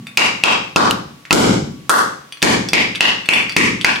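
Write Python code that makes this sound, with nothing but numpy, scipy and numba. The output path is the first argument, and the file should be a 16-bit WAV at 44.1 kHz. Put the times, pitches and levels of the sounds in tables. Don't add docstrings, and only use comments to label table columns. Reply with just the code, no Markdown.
import sys
import numpy as np
from scipy import signal
from scipy.fft import rfft, irfft
from scipy.io import wavfile
from numba import njit

SR = 44100
rng = np.random.default_rng(int(sys.argv[2]) if len(sys.argv) > 2 else 0)


def generate_wav(sig):
    pcm = np.round(np.clip(np.atleast_2d(sig).T, -1, 1) * 32767).astype(np.int16)
    wavfile.write(sys.argv[1], SR, pcm)


N = 176400
T = np.arange(SR // 8) / SR
SIDE_SIGN = np.array([[1], [-1]])


def amp(db):
    return 10 ** (np.asarray(db) / 20)


def unit(x):
    return x * np.sqrt(SR / 100 / np.sum(x ** 2))


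def add(track, start_s, x):
    i = int(start_s * SR)
    track[i:i + len(x)] += x[:N - i]


def contour(f, hz, values):
    return np.interp(np.log(f + 1), np.log(hz), values)


# (frequency [Hz], relative density [dB])
VENT_SPECTRUM = [(20, -6), (70, -10), (140, -36), (290, -37.5), (450, -13), (1000, -15.5), (3000, -15.5),
                 (8000, -24.5), (16000, -31.5)]
# (frequency [Hz], RMS level [dB])
VENT_HUM = [(140, -59), (296, -62), (1130, -57.5)]

def ventilation(noise_db=-50.5):
    t, f = np.arange(N) / SR, np.arange(N // 2 + 1) * SR / N
    shape = amp(contour(f, *np.array(VENT_SPECTRUM).T))
    mid, side = irfft(rfft(rng.standard_normal((2, N))) * shape)
    hum = sum(amp(db) * np.sqrt(2) * np.sin(2 * np.pi * hz * t) for hz, db in VENT_HUM)
    return amp(noise_db) * (mid + side * SIDE_SIGN) / mid.std() + hum


def room_boom(band_hz=(115, 256), start_db=-33.5, t60_s=0.76):
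    band = signal.butter(3, band_hz, "band", fs=SR, output="sos")
    bass = signal.sosfilt(band, rng.standard_normal(N + SR))[SR:]
    return bass / bass.std() * amp(start_db - 60 * np.arange(N) / SR / t60_s)


# (frequency [Hz], t60 [s], relative level [dB], side/mid [ratio])
ROOM_BANDS = [(108, 0.69, -5.5, .05), (144.2, 0.85, -2.5, 0.2), (283, 0.6, 4, 0.39), (640, .44, 7, 1.67),
              (1400, .45, 11.5, 1.1), (2426, 0.47, 7, 1.17), (5940, 0.53, -1, 0.93),
              (9700, 0.37, 3.5, 0.85), (14630, 0.29, 7.5, 1.1)]
# (left delay [s], right delay [s], level [dB])
EARLY_ECHOES = [(.0062, 0.0038, -13.5), (.0098, 0.012, -19), (0.0175, 0.022, -16.5)]

def room(x, tail_db=-13, build_s=0.002, build_cycles=3.4):
    t, f = np.arange(SR) / SR, np.arange(SR // 2 + 1)
    bands_hz = np.array(ROOM_BANDS)[:, 0]
    noise = rfft(rng.standard_normal((2, SR)))
    response = np.zeros((2, SR))
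    for (hz, t60_s, db, width), one_band in zip(ROOM_BANDS, np.eye(len(bands_hz))):
        mid, side = irfft(noise * contour(f, bands_hz, one_band))
        stereo = (mid + width * side * SIDE_SIGN) / np.hypot(1, width)
        build = 1 - np.exp(-(t / (build_s + build_cycles / hz)) ** 2)
        response += stereo * build * amp(db - 60 * t / t60_s)
    response *= amp(tail_db) / np.sqrt(SR / 30)
    for left_s, right_s, db in EARLY_ECHOES:
        response[0, int(left_s * SR)] += amp(db)
        response[1, int(right_s * SR)] += amp(db)
    return signal.fftconvolve(response, x[None], axes=1)[:, :N]


def knock(hz, tau_s):
    return unit(T * np.exp(-T / tau_s) * np.sin(2 * np.pi * hz * T))


# (frequency [Hz], relative level [dB], t60 [s])
PLATE_MODES = [(2600, -7, 0.075), (3490, 4.5, 0.04), (4570, 3, 0.034), (5700, -8, 0.038),
               (7020, -19, 0.044), (8200, -4, 0.027), (10370, -14, 0.1), (11950, -15, .025)]

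def plate_ring(detune=0.04, scatter_db=3):
    ring = 0
    for hz, db, t60_s in PLATE_MODES:
        envelope = amp(db + scatter_db * rng.standard_normal() - 60 * T / t60_s)
        mode_hz = hz * (1 + detune * rng.standard_normal())
        ring += envelope * np.sin(2 * np.pi * mode_hz * T)
    return unit(ring)


def scuff(band_hz=(1600, 5500), tau_s=0.005):
    band = signal.butter(2, band_hz, "band", fs=SR, output="sos")
    return unit(signal.sosfilt(band, rng.standard_normal(len(T)) * np.exp(-T / tau_s)))


# (time [s], level [dB], pitch [Hz], ring re tick [dB])
LIGHT_TOUCHES = [(0.0693, -35, 2407, 2), (1.2528, -36, 2110, -19), (2.3239, -33.5, 3020, 1),
                 (2.372, -45, 2080, 3), (2.4198, -26.5, 3480, 5.5), (2.6875, -25.5, 5350, 1.5),
                 (2.9502, -25, 2600, -12), (2.9567, -23.5, 3180, -7), (3.258, -35.5, 2560, 3.5),
                 (3.3352, -31, 4860, 18), (3.495, -26, 2600, 0.5), (3.5223, -33, 4700, -3),
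                 (3.8121, -24.5, 3200, -7), (3.9585, -27, 3300, -8)]

def touches(scuff_db=-7.5):
    track = np.zeros(N)
    for start_s, db, hz, ring_db in LIGHT_TOUCHES:
        tick = knock(hz, tau_s=0.00028)
        ring = amp(ring_db) * plate_ring(detune=0.037)
        add(track, start_s, amp(db) * (tick + ring + amp(scuff_db) * scuff()))
    return track


def crack(top_hz, low_hz=2685, window_tau_s=0.0052):
    band = signal.butter(2, [low_hz, top_hz], "band", fs=SR, output="sos")
    window = np.exp(-T / window_tau_s)
    burst = rng.standard_normal(len(T))
    for _ in range(6):
        spectrum = rfft(burst * window)
        burst = irfft(spectrum / np.abs(spectrum), len(T))
    return unit(signal.sosfilt(band, burst * window))


def edge_snap(modes_hz=(2540, 4600), modes_db=(1.5, -8), detune=0.077):
    return sum(amp(db) * knock(hz * (1 + detune * rng.standard_normal()), tau_s=0.0011)
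               for hz, db in zip(modes_hz, modes_db))


# (time [s], level [dB], main mode [Hz], second mode [Hz], second mode [dB], sole [Hz], sole [dB],
#  floor thump [dB], crack [dB], crack top [Hz], edge snap [dB])
TAP_BLOWS = [(0.1731, 7, 2750, 2410, -2.5, 855, -2.5, -12.5, -1.5, 6850, -0.5),
             (0.4370, 7.5, 2690, 3160, -8, 880, 0, -14, -3, 6200, 0.5),
             (0.7605, 4, 1108, 2590, -9, 760, 7, 3, 2, 6440, 3.5),
             (0.9096, -20, 2970, 3980, -3.5, 1000, -5, -1, -2, 11100, -5),
             (1.3079, 0, 2594, 2060, 0, 1026, 6, 3.5, -3, 6200, 0),
             (1.3279, 8.5, 1296, 2106, 1, 650, 10.5, 13.5, 9.5, 7900, -5),
             (1.8949, 0.5, 1379, 1176, 7, 780, 6, -49, 6, 10200, -14),
             (2.4268, 6, 1817, 2184, 0.5, 723, 3.5, 5, 3.5, 7400, -2),
             (2.7331, 5.5, 2203, 2280, -10, 694.4, -4, -4.5, -1.5, 6000, -4),
             (3.0072, 8, 2810, 2060, -3.5, 860, -5.5, -14.5, -4.5, 6100, -2.5),
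             (3.2886, 8.5, 2410, 2640, -3, 780, -6.5, -12, -8, 7500, 1.5),
             (3.5653, 6, 2223, 1995, -2, 1050, -2.5, 4, -0.5, 7060, -0.5),
             (3.8458, 0.5, 1590, 2385, 4, 983, 0.5, -5.5, 0, 6240, 5)]

def blows(plate_tau_s=0.00055, ring_db=-22, thump_hz=259):
    direct, room_feed = np.zeros((2, N))
    direct_gains = amp([1, -7, -7, 0])
    for (start_s, db, main_hz, second_hz, second_db, sole_hz, sole_db,
         thump_db, crack_db, top_hz, snap_db) in TAP_BLOWS:
        plate = knock(main_hz, plate_tau_s) + amp(second_db) * knock(second_hz, plate_tau_s)
        plate += amp(ring_db) * plate_ring()
        sole = amp(sole_db) * knock(sole_hz, tau_s=0.00031)
        thump = amp(thump_db) * knock(thump_hz, tau_s=0.00048)
        parts = amp(db) * np.array([plate, sole, thump, amp(crack_db) * crack(top_hz)])
        add(direct, start_s, direct_gains @ parts + amp(db + snap_db) * edge_snap())
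        add(room_feed, start_s, parts.sum(axis=0))
    return direct, room_feed


def scene(touch_send_db=5.5, left_over_right_db=1.5):
    taps, room_feed = blows()
    ticks = touches()
    echo = room(room_feed + amp(touch_send_db) * ticks) * amp(SIDE_SIGN * left_over_right_db / 2)
    return taps + ticks + echo + room_boom() + ventilation()


@njit
def follow(x, attack, release):
    out, level = np.empty(len(x)), 0.
    for i in range(len(x)):
        level += (x[i] - level) * (attack if x[i] > level else release)
        out[i] = level
    return out


def gain_control(x, hold_db=-10, attack_s=0.0093, release_s=0.0073, lag_s=0.0026):
    t = np.arange(N) / SR
    level = follow(np.abs(x).max(axis=0), 1 / (attack_s * SR), 1 / (release_s * SR))
    late_level = np.interp(t - lag_s, t, level)
    return x / np.maximum(1, late_level / amp(hold_db))


def limiter(x, threshold_db=2, release_s=0.0011):
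    peak = follow(np.abs(x).max(axis=0), 0.94, 1 / (release_s * SR))
    return x / np.maximum(1, peak / amp(threshold_db))


def record(dry, low_cut_hz=90, ceiling=0.97, top_cut_hz=15900):
    low_cut = signal.butter(2, low_cut_hz, "high", fs=SR, output="sos")
    top_cut = signal.ellip(8, 0.2, 70, top_cut_hz, fs=SR, output="sos")
    x = signal.sosfilt(low_cut, limiter(gain_control(dry)))
    return signal.sosfilt(top_cut, np.clip(x, -ceiling, ceiling))


dry = scene()
out = record(dry)
generate_wav(out)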